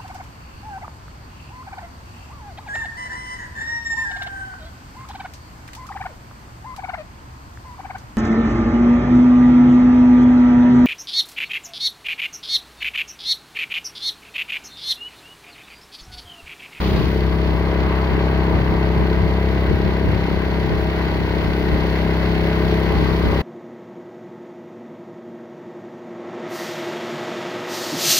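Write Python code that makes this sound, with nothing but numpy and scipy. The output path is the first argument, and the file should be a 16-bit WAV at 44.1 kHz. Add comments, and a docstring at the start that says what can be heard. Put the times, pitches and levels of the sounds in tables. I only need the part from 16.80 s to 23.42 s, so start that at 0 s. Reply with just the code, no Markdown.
"""A hard single-cylinder beat, about 33 a second: the four-stroke engine of a longtail boat on a calm marsh,
heard on board. Pulse trains ring the exhaust and intake ducts; sines make the shaft drone and the whine;
noise bursts make the valve clatter; shaped noise makes the blow, the roar and a rasp pulsing every cycle.
Water and spray hiss along the hull, loud at first, then building slowly to the end: noise with the same pulse.
Head wind thumps on the microphone: low noise under short swells."""
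import sys
import numpy as np
from scipy import signal
from scipy.fft import rfft, irfft, next_fast_len
from scipy.io import wavfile
from scipy.ndimage import map_coordinates

SR = 44100
rng = np.random.default_rng(int(sys.argv[2]) if len(sys.argv) > 2 else 0)


def dump_mix(stems):
    """Bounce the given channels to the path in sys.argv[1] as a 16-bit WAV at rate SR."""
    frames = np.atleast_2d(stems).T  # one column per channel
    limited = np.clip(frames, -1, 1)  # hard clip at full scale
    pcm = np.round(limited * 32767).astype(np.int16)
    wavfile.write(sys.argv[1], SR, pcm)


N = 291932


def amp(db):
    """Decibels to amplitude gain."""
    return 10 ** (np.asarray(db) / 20)


def unit(x):
    """x at rms 1."""
    return x / np.sqrt(np.mean(x ** 2) + 1e-20)


def along(points, hz):
    """(f/Hz, value) points interpolated on a log frequency axis."""
    f, v = np.transpose(points)
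    return np.interp(np.log(hz + 1), np.log(f + 1), v)


def curves(rows):
    """One value per sample for each column after the time."""
    s, *cols = np.transpose(rows)
    t = np.arange(N) / SR
    return [np.interp(t, s, c) for c in cols]


def ease(start_s, end_s):
    """Raised-cosine move from 0 to 1 between two times."""
    share = np.clip((np.arange(N) / SR - start_s) / (end_s - start_s), 0, 1)
    return (1 - np.cos(np.pi * share)) / 2


def wobble(rate_hz):
    """Smooth random curve, rate_hz knots a second."""
    knots = rng.standard_normal(int(N * rate_hz / SR) + 4)
    return map_coordinates(knots, [np.arange(N) * rate_hz / SR])


def noise():
    """Two unrelated white noises."""
    return rng.standard_normal((2, N))


def filtered(x, response):
    """x times a response of frequency."""
    size = next_fast_len(N + SR // 4)
    spectrum = rfft(x, size) * response(np.fft.rfftfreq(size, 1 / SR))
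    return irfft(spectrum, size)[..., :N]


# left-right likeness of diffuse sound: f/Hz, correlation (1 = identical)
LIKENESS = [(100, 0.54), (500, 1), (1150, 0.3), (1500, 0.46), (3000, 0.54), (4600, 0.22), (7000, 0.11),
            (15000, .03)]


def spread(pair, spectrum, near=1):
    """Unrelated pair to coloured left and right, mid at rms 1; near scales their likeness."""
    def response(hz):
        turn = np.arccos(np.clip(near * along(LIKENESS, hz), -1, 1)) / 2
        return amp(along(spectrum, hz)) * [np.cos(turn), np.sin(turn)]
    mid, side = filtered(pair, response)
    return np.array([mid + side, mid - side]) / np.std(mid)


def pulses(cycle, place, scatter_db, jitter_s):
    """One pulse per engine cycle at a place in it (0-1), uneven in size and timing."""
    turns = np.arange(int(cycle[-1]) + 1) + place % 1
    chance = rng.standard_normal((256, 2))[:len(turns)]
    at = np.interp(turns, cycle, np.arange(N)) + jitter_s * SR * chance[:, 0]
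    at = np.clip(at, 0, N - 2)
    inside = (turns > cycle[0]) * (turns < cycle[-1])
    size = amp(scatter_db * chance[:, 1]) * inside
    first = at.astype(int)
    late_share = at % 1  # pulse split over two samples
    early = np.bincount(first, size * (1 - late_share), N)
    return early + np.bincount(first + 1, size * late_share, N)


def duct(puffs, spectrum):
    """Each puff of gas sets a duct ringing: minimum-phase response, rms 1."""
    size = 4096
    cepstrum = irfft(np.log(amp(along(spectrum, np.fft.rfftfreq(size, 1 / SR)))))
    cepstrum[1:size // 2] *= 2  # causal ring: sharp front, then decay
    cepstrum[size // 2 + 1:] = 0
    ring = irfft(np.exp(rfft(cepstrum)))
    return unit(signal.fftconvolve(puffs, ring)[:N])


def throb(cycle, depth_db):
    """Gain pulsing once a cycle between exhaust barks, less so on each shaft turn; rms 1."""
    angle = 2 * np.pi * (cycle - .92)
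    return unit(amp(depth_db * (np.cos(angle) + 0.53 * np.cos(2 * angle))))


# engine effort: t/s, level/dB
EFFORT = [(0, 0.4), (.7, -1), (1.6, .5), (4.1, -1.35), (5.4, 1), (6.6, 0.8)]
# shaft drone, first shaft order: t/s, level/dB
DRONE_LEVEL = [(0, -21.5), (1, -20.5), (2.8, -20), (3.5, -24.5), (5, -22.5), (6.6, -21)]
# rasp: t/s, level/dB
RASP_LEVEL = [(0, -36.5), (.45, -38.5), (.9, -35.5), (3.4, -36.5), (5.4, -34), (6.6, -35.5)]
# throaty roar: t/s, level/dB
ROAR_LEVEL = [(0, -33.5), (.5, -37.5), (1.1, -32.5), (3.3, -38), (5.8, -36.5), (6.6, -34)]
# gas leaving the pipe, relative noise spectrum: f/Hz, level/dB
BLOW_SPECTRUM = [(100, -15), (250, -3.5), (380, -0.5), (480, 1), (620, 2.5), (760, -7.5), (1100, -23),
                 (3000, -57)]
# rasp, relative noise spectrum: f/Hz, level/dB
RASP_SPECTRUM = [(250, -19), (500, -5), (800, -5.5), (1050, -6.5), (1310, -5), (1500, 2.5), (1730, -2),
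                 (2050, 1), (2350, -6), (2700, -4.5), (3200, -11.5), (4400, -20.5), (7500, -48)]
# throaty roar, relative noise spectrum: f/Hz, level/dB
ROAR_SPECTRUM = [(400, -22), (700, -8.5), (860, -1), (1020, 0.5), (1160, -2), (1350, -10.5), (2000, -33),
                 (5000, -79)]
INTAKE_DB, EXHAUST_DB, BLOW_DB = -25, -26, -34.5  # at 0 dB effort
INTAKE_GROWTH = 1.1  # dB per dB of effort
KNOCK_OVER_RASP_DB = -0.5
START_WHINE_DB, WHINE_CLEAR_S = -4.5, 0.95  # whine fainter at first


def engine(cycle):
    """Beats and blow follow effort; drone, clatter, whine, rasp and roar have their own levels."""
    effort_db, = curves(EFFORT)
    drone_db, = curves(DRONE_LEVEL)
    rasp_db, = curves(RASP_LEVEL)
    roar_db, = curves(ROAR_LEVEL)
    barks = amp(EXHAUST_DB + effort_db) * exhaust(cycle)
    gulps = amp(INTAKE_DB + INTAKE_GROWTH * effort_db + 0.48 * wobble(4.7)) * intake(cycle)
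    beats = with_reflection(gulps + barks)
    blow = amp(BLOW_DB + effort_db) * spread(noise(), BLOW_SPECTRUM, near=0.7)
    shake = amp(drone_db) * drone(cycle)
    knocks = amp(rasp_db + KNOCK_OVER_RASP_DB) * clatter(cycle, t60_s=0.032)
    grain = throb(cycle, depth_db=2.0) * amp(1.1 * wobble(25) + 0.62 * wobble(300))
    rasp = amp(rasp_db) * spread(noise() * grain, RASP_SPECTRUM)
    roar = amp(roar_db) * spread(noise() * amp(1.4 * wobble(14)), ROAR_SPECTRUM)
    singing = amp(START_WHINE_DB * (1 - ease(0, WHINE_CLEAR_S))) * whine(cycle)
    return beats + blow + shake + knocks + rasp + roar + singing


# exhaust pipe ringing, relative: f/Hz, level/dB
PIPE_RING = [(30, -45), (130, -28), (240, -16), (266, -14), (299, -1.5), (332, 1), (365, 0.5), (399, -1.5),
             (432, 3), (465, -10), (565, -14), (900, -28), (6000, -90)]


def exhaust(cycle):
    """One bark through the pipe per firing."""
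    return duct(pulses(cycle, place=.3, scatter_db=-1.27, jitter_s=.00003), PIPE_RING)


# intake duct ringing, relative: f/Hz, level/dB
INTAKE_RING = [(12, -45), (33, -22), (66, -28), (100, -6), (133, -20), (166, 0), (199, -2.5), (232, -8.5),
               (266, -16), (299, -17), (340, -32), (600, -60), (3000, -100)]


def intake(cycle):
    """The cylinder gulps air with a low thud, between exhaust barks."""
    return duct(pulses(cycle, place=.84, scatter_db=1.26, jitter_s=.00006), INTAKE_RING)


def with_reflection(x):
    """Weak echo off boat and water; sway shifts its delay, so single harmonics swell and fade."""
    delay_s, sway_s, echo_db = .012, .0011, -13
    late = np.arange(N) - SR * (delay_s + sway_s * wobble(1.316))
    return x + amp(echo_db) * np.interp(late, np.arange(N), x)


def drone(cycle):
    """Crankshaft, two turns a cycle, shakes the hull; connecting rod adds twice that rate."""
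    crank = 2 * np.pi * (2 * cycle + .275)
    first = np.sin(crank) * amp(0.22 * wobble(11))
    second = np.sin(2 * crank) * amp(-12 + 1.25 * wobble(3.26))
    return np.sqrt(2) * (first + second)


# valve and piston knocks: place in the cycle (0-1), relative level/dB
KNOCKS = [(.05, -3.5), (0.259, -1.5), (0.449, 0.5), (0.623, -1.5), (0.819, -2.5)]
# engine block, relative noise spectrum: f/Hz, level/dB
BLOCK_SPECTRUM = [(300, -13.5), (470, -3), (640, 0.5), (860, 8.5), (1100, 1.5), (1330, -20), (1520, -1.5),
                  (1750, -3.5), (2200, 0), (2550, -10), (3300, -38), (4400, -16.5), (6000, -55),
                  (8000, -63)]


def clatter(cycle, t60_s):
    """Valves and piston knock on the block, each with its own short noise ring."""
    t = np.arange(SR // 20) / SR
    total = np.zeros((2, N))
    for place, db in KNOCKS:
        ring = rng.standard_normal((2, len(t))) * amp(-60 * t / t60_s)
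        blows = pulses(cycle, place, scatter_db=-0.5, jitter_s=.00004)
        total += amp(db) * signal.fftconvolve(blows[None], ring, axes=1)[:, :N]
    return spread(total, BLOCK_SPECTRUM)


# singing engine orders: multiple of the firing rate, level/dB
WHINE_ORDERS = [(15, -47), (17, -43.5), (19, -43.5), (20, -44), (24, -41), (29, -50), (57, -53), (61, -46)]


def whine(cycle):
    """A few high engine orders sing as sines, wavering in strength and phase."""
    waver_db, waver_rad = 2.2, .6
    total = np.zeros(N)
    for order, db in WHINE_ORDERS:
        phase = 2 * np.pi * order * cycle + waver_rad * wobble(13)
        total += amp(db + waver_db * wobble(7)) * np.sin(phase)
    return np.sqrt(2) * total


TURN_END_S = .6  # microphones turn from the boat's side to the bow
# churned water, relative noise spectrum: f/Hz, level/dB
WATER_SPECTRUM = [(1200, -24), (2500, 5), (2750, 1), (3100, 4.5), (3700, 1), (4500, 0.5), (5100, -6.5),
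                  (6500, -17.5), (7800, -30.5), (8800, -33.5), (11000, -47)]
# fine spray, relative noise spectrum: f/Hz, level/dB
SPRAY_SPECTRUM = [(7000, -39), (8800, -15), (9900, -2.5), (12200, -0.5), (13600, -4.5), (14700, 2),
                  (15600, 1.5)]
RISE_START_S, RISE_END_S = 2.4, 6.75
WATER_DB, WATER_SIDE_DB, WATER_RISE_DB = -43, 6.5, 4  # base, extra facing the side, later gain
SPRAY_DB, SPRAY_SIDE_DB, SPRAY_RISE_DB = -55.5, 6.5, 4.5


def wash(cycle):
    """Churned water and spray hiss, pulsing each engine cycle; loud alongside, then building ahead."""
    alongside = 1 - ease(0, TURN_END_S)
    rise = ease(RISE_START_S, RISE_END_S)
    water_db = WATER_DB + WATER_SIDE_DB * alongside + WATER_RISE_DB * rise
    spray_db = SPRAY_DB + SPRAY_SIDE_DB * alongside + SPRAY_RISE_DB * rise
    water_grain = throb(cycle, depth_db=1.55) * amp(0.66 * wobble(30) + 1.1 * wobble(400))
    spray_grain = throb(cycle, depth_db=0.8) * amp(.4 * wobble(18) + 1.0 * wobble(400))
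    water = spread(noise() * water_grain, WATER_SPECTRUM)
    spray = spread(noise() * spray_grain, SPRAY_SPECTRUM)
    return amp(water_db) * water + amp(spray_db) * spray


# wind thumps: t/s, level/dB before THUMP_TRIM_DB, half length/s (power down to 1/e)
THUMPS = [(.2, -22.5, .075), (1.33, -25, .022), (1.76, -23, .04), (1.93, -23, .03), (2.21, -21.5, .035),
          (2.44, -26, .06), (2.92, -22, .032), (3.06, -23, .03), (3.28, -23, .045), (3.93, -24, .025),
          (4.93, -21.5, .02), (6.18, -24, .07), (6.47, -20, .035)]
THUMP_TRIM_DB = 0.5
# wind on the microphone, relative noise spectrum: f/Hz, level/dB
BUFFET_SPECTRUM = [(12, -25), (28, -14), (48, -7), (85, -1), (140, -4.5), (200, -10.5), (300, -10.5),
                   (500, -20), (1200, -55), (3000, -93)]


def wind(rest_db):
    """Eddies strike the microphone: short thumps over a light, lumpy rumble."""
    t = np.arange(N) / SR
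    power = amp(rest_db + 2.4 * wobble(13)) ** 2
    for s, db, half_s in THUMPS:
        power = power + amp(db + THUMP_TRIM_DB) ** 2 * np.exp(-((t - s) / half_s) ** 2)
    return np.sqrt(power) * spread(noise(), BUFFET_SPECTRUM, near=.35)


# engine speed before slight random hunting: t/s, firing rate/Hz
FIRING_RATE = [(0.0, 33.13), (0.8, 33.47), (1.3, 33.29), (2.0, 33.06), (2.45, 33.54), (3.4, 33.12),
               (4.0, 33.19), (4.5, 33.12), (5.8, 33.2), (6.6, 33.06)]


def scene():
    """Firing rate integrates to an engine cycle count; engine and wash share it, wind is free."""
    rate_hz, = curves(FIRING_RATE)
    start_cycle, hunting_hz = .38, .04
    cycle = start_cycle + np.cumsum(rate_hz + hunting_hz * wobble(12)) / SR
    return engine(cycle) + wash(cycle) + wind(rest_db=-30.0)


# microphone balance: f/Hz, left minus right level/dB
BALANCE = [(60, 3), (400, 3.5), (750, 1.5), (1600, 3.5), (2350, -2), (2950, 2), (4400, -7), (5600, 3.5),
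           (6500, 9.5), (7400, 12.5), (8600, 2.5), (13000, 2), (15200, 9.5)]
# sound bending round the microphone body: f/Hz, extra lead of left/rad
BODY_PHASE = [(100, -0.03), (1000, -0.27), (1400, -1.35), (2100, -0.89), (2500, 0.13), (3900, -0.42),
              (4300, 1.5), (4900, 1.5), (6000, 0)]
SIDE_LEAD_S, BOW_LEAD_S = .00009, 0.00016  # lead of left before and after the turn
TOP_HZ = 15800


def record(dry):
    """Two ports: left leads more as they turn to the bow; balance, body phase, band limit."""
    ports = np.array([[.5], [-.5]])
    lead_s = SIDE_LEAD_S + (BOW_LEAD_S - SIDE_LEAD_S) * ease(0, TURN_END_S)
    heard = np.array([
        map_coordinates(side, [np.arange(N) + port * lead_s * SR], mode="mirror")
        for side, port in zip(dry, ports)])
    soft_ends = signal.windows.tukey(N, .001)

    def response(hz):
        gain = amp(ports * along(BALANCE, hz))
        return gain * np.exp(1j * ports * along(BODY_PHASE, hz)) * (hz < TOP_HZ)
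    return filtered(heard * soft_ends, response)


dry = scene()
out = record(dry)
dump_mix(out)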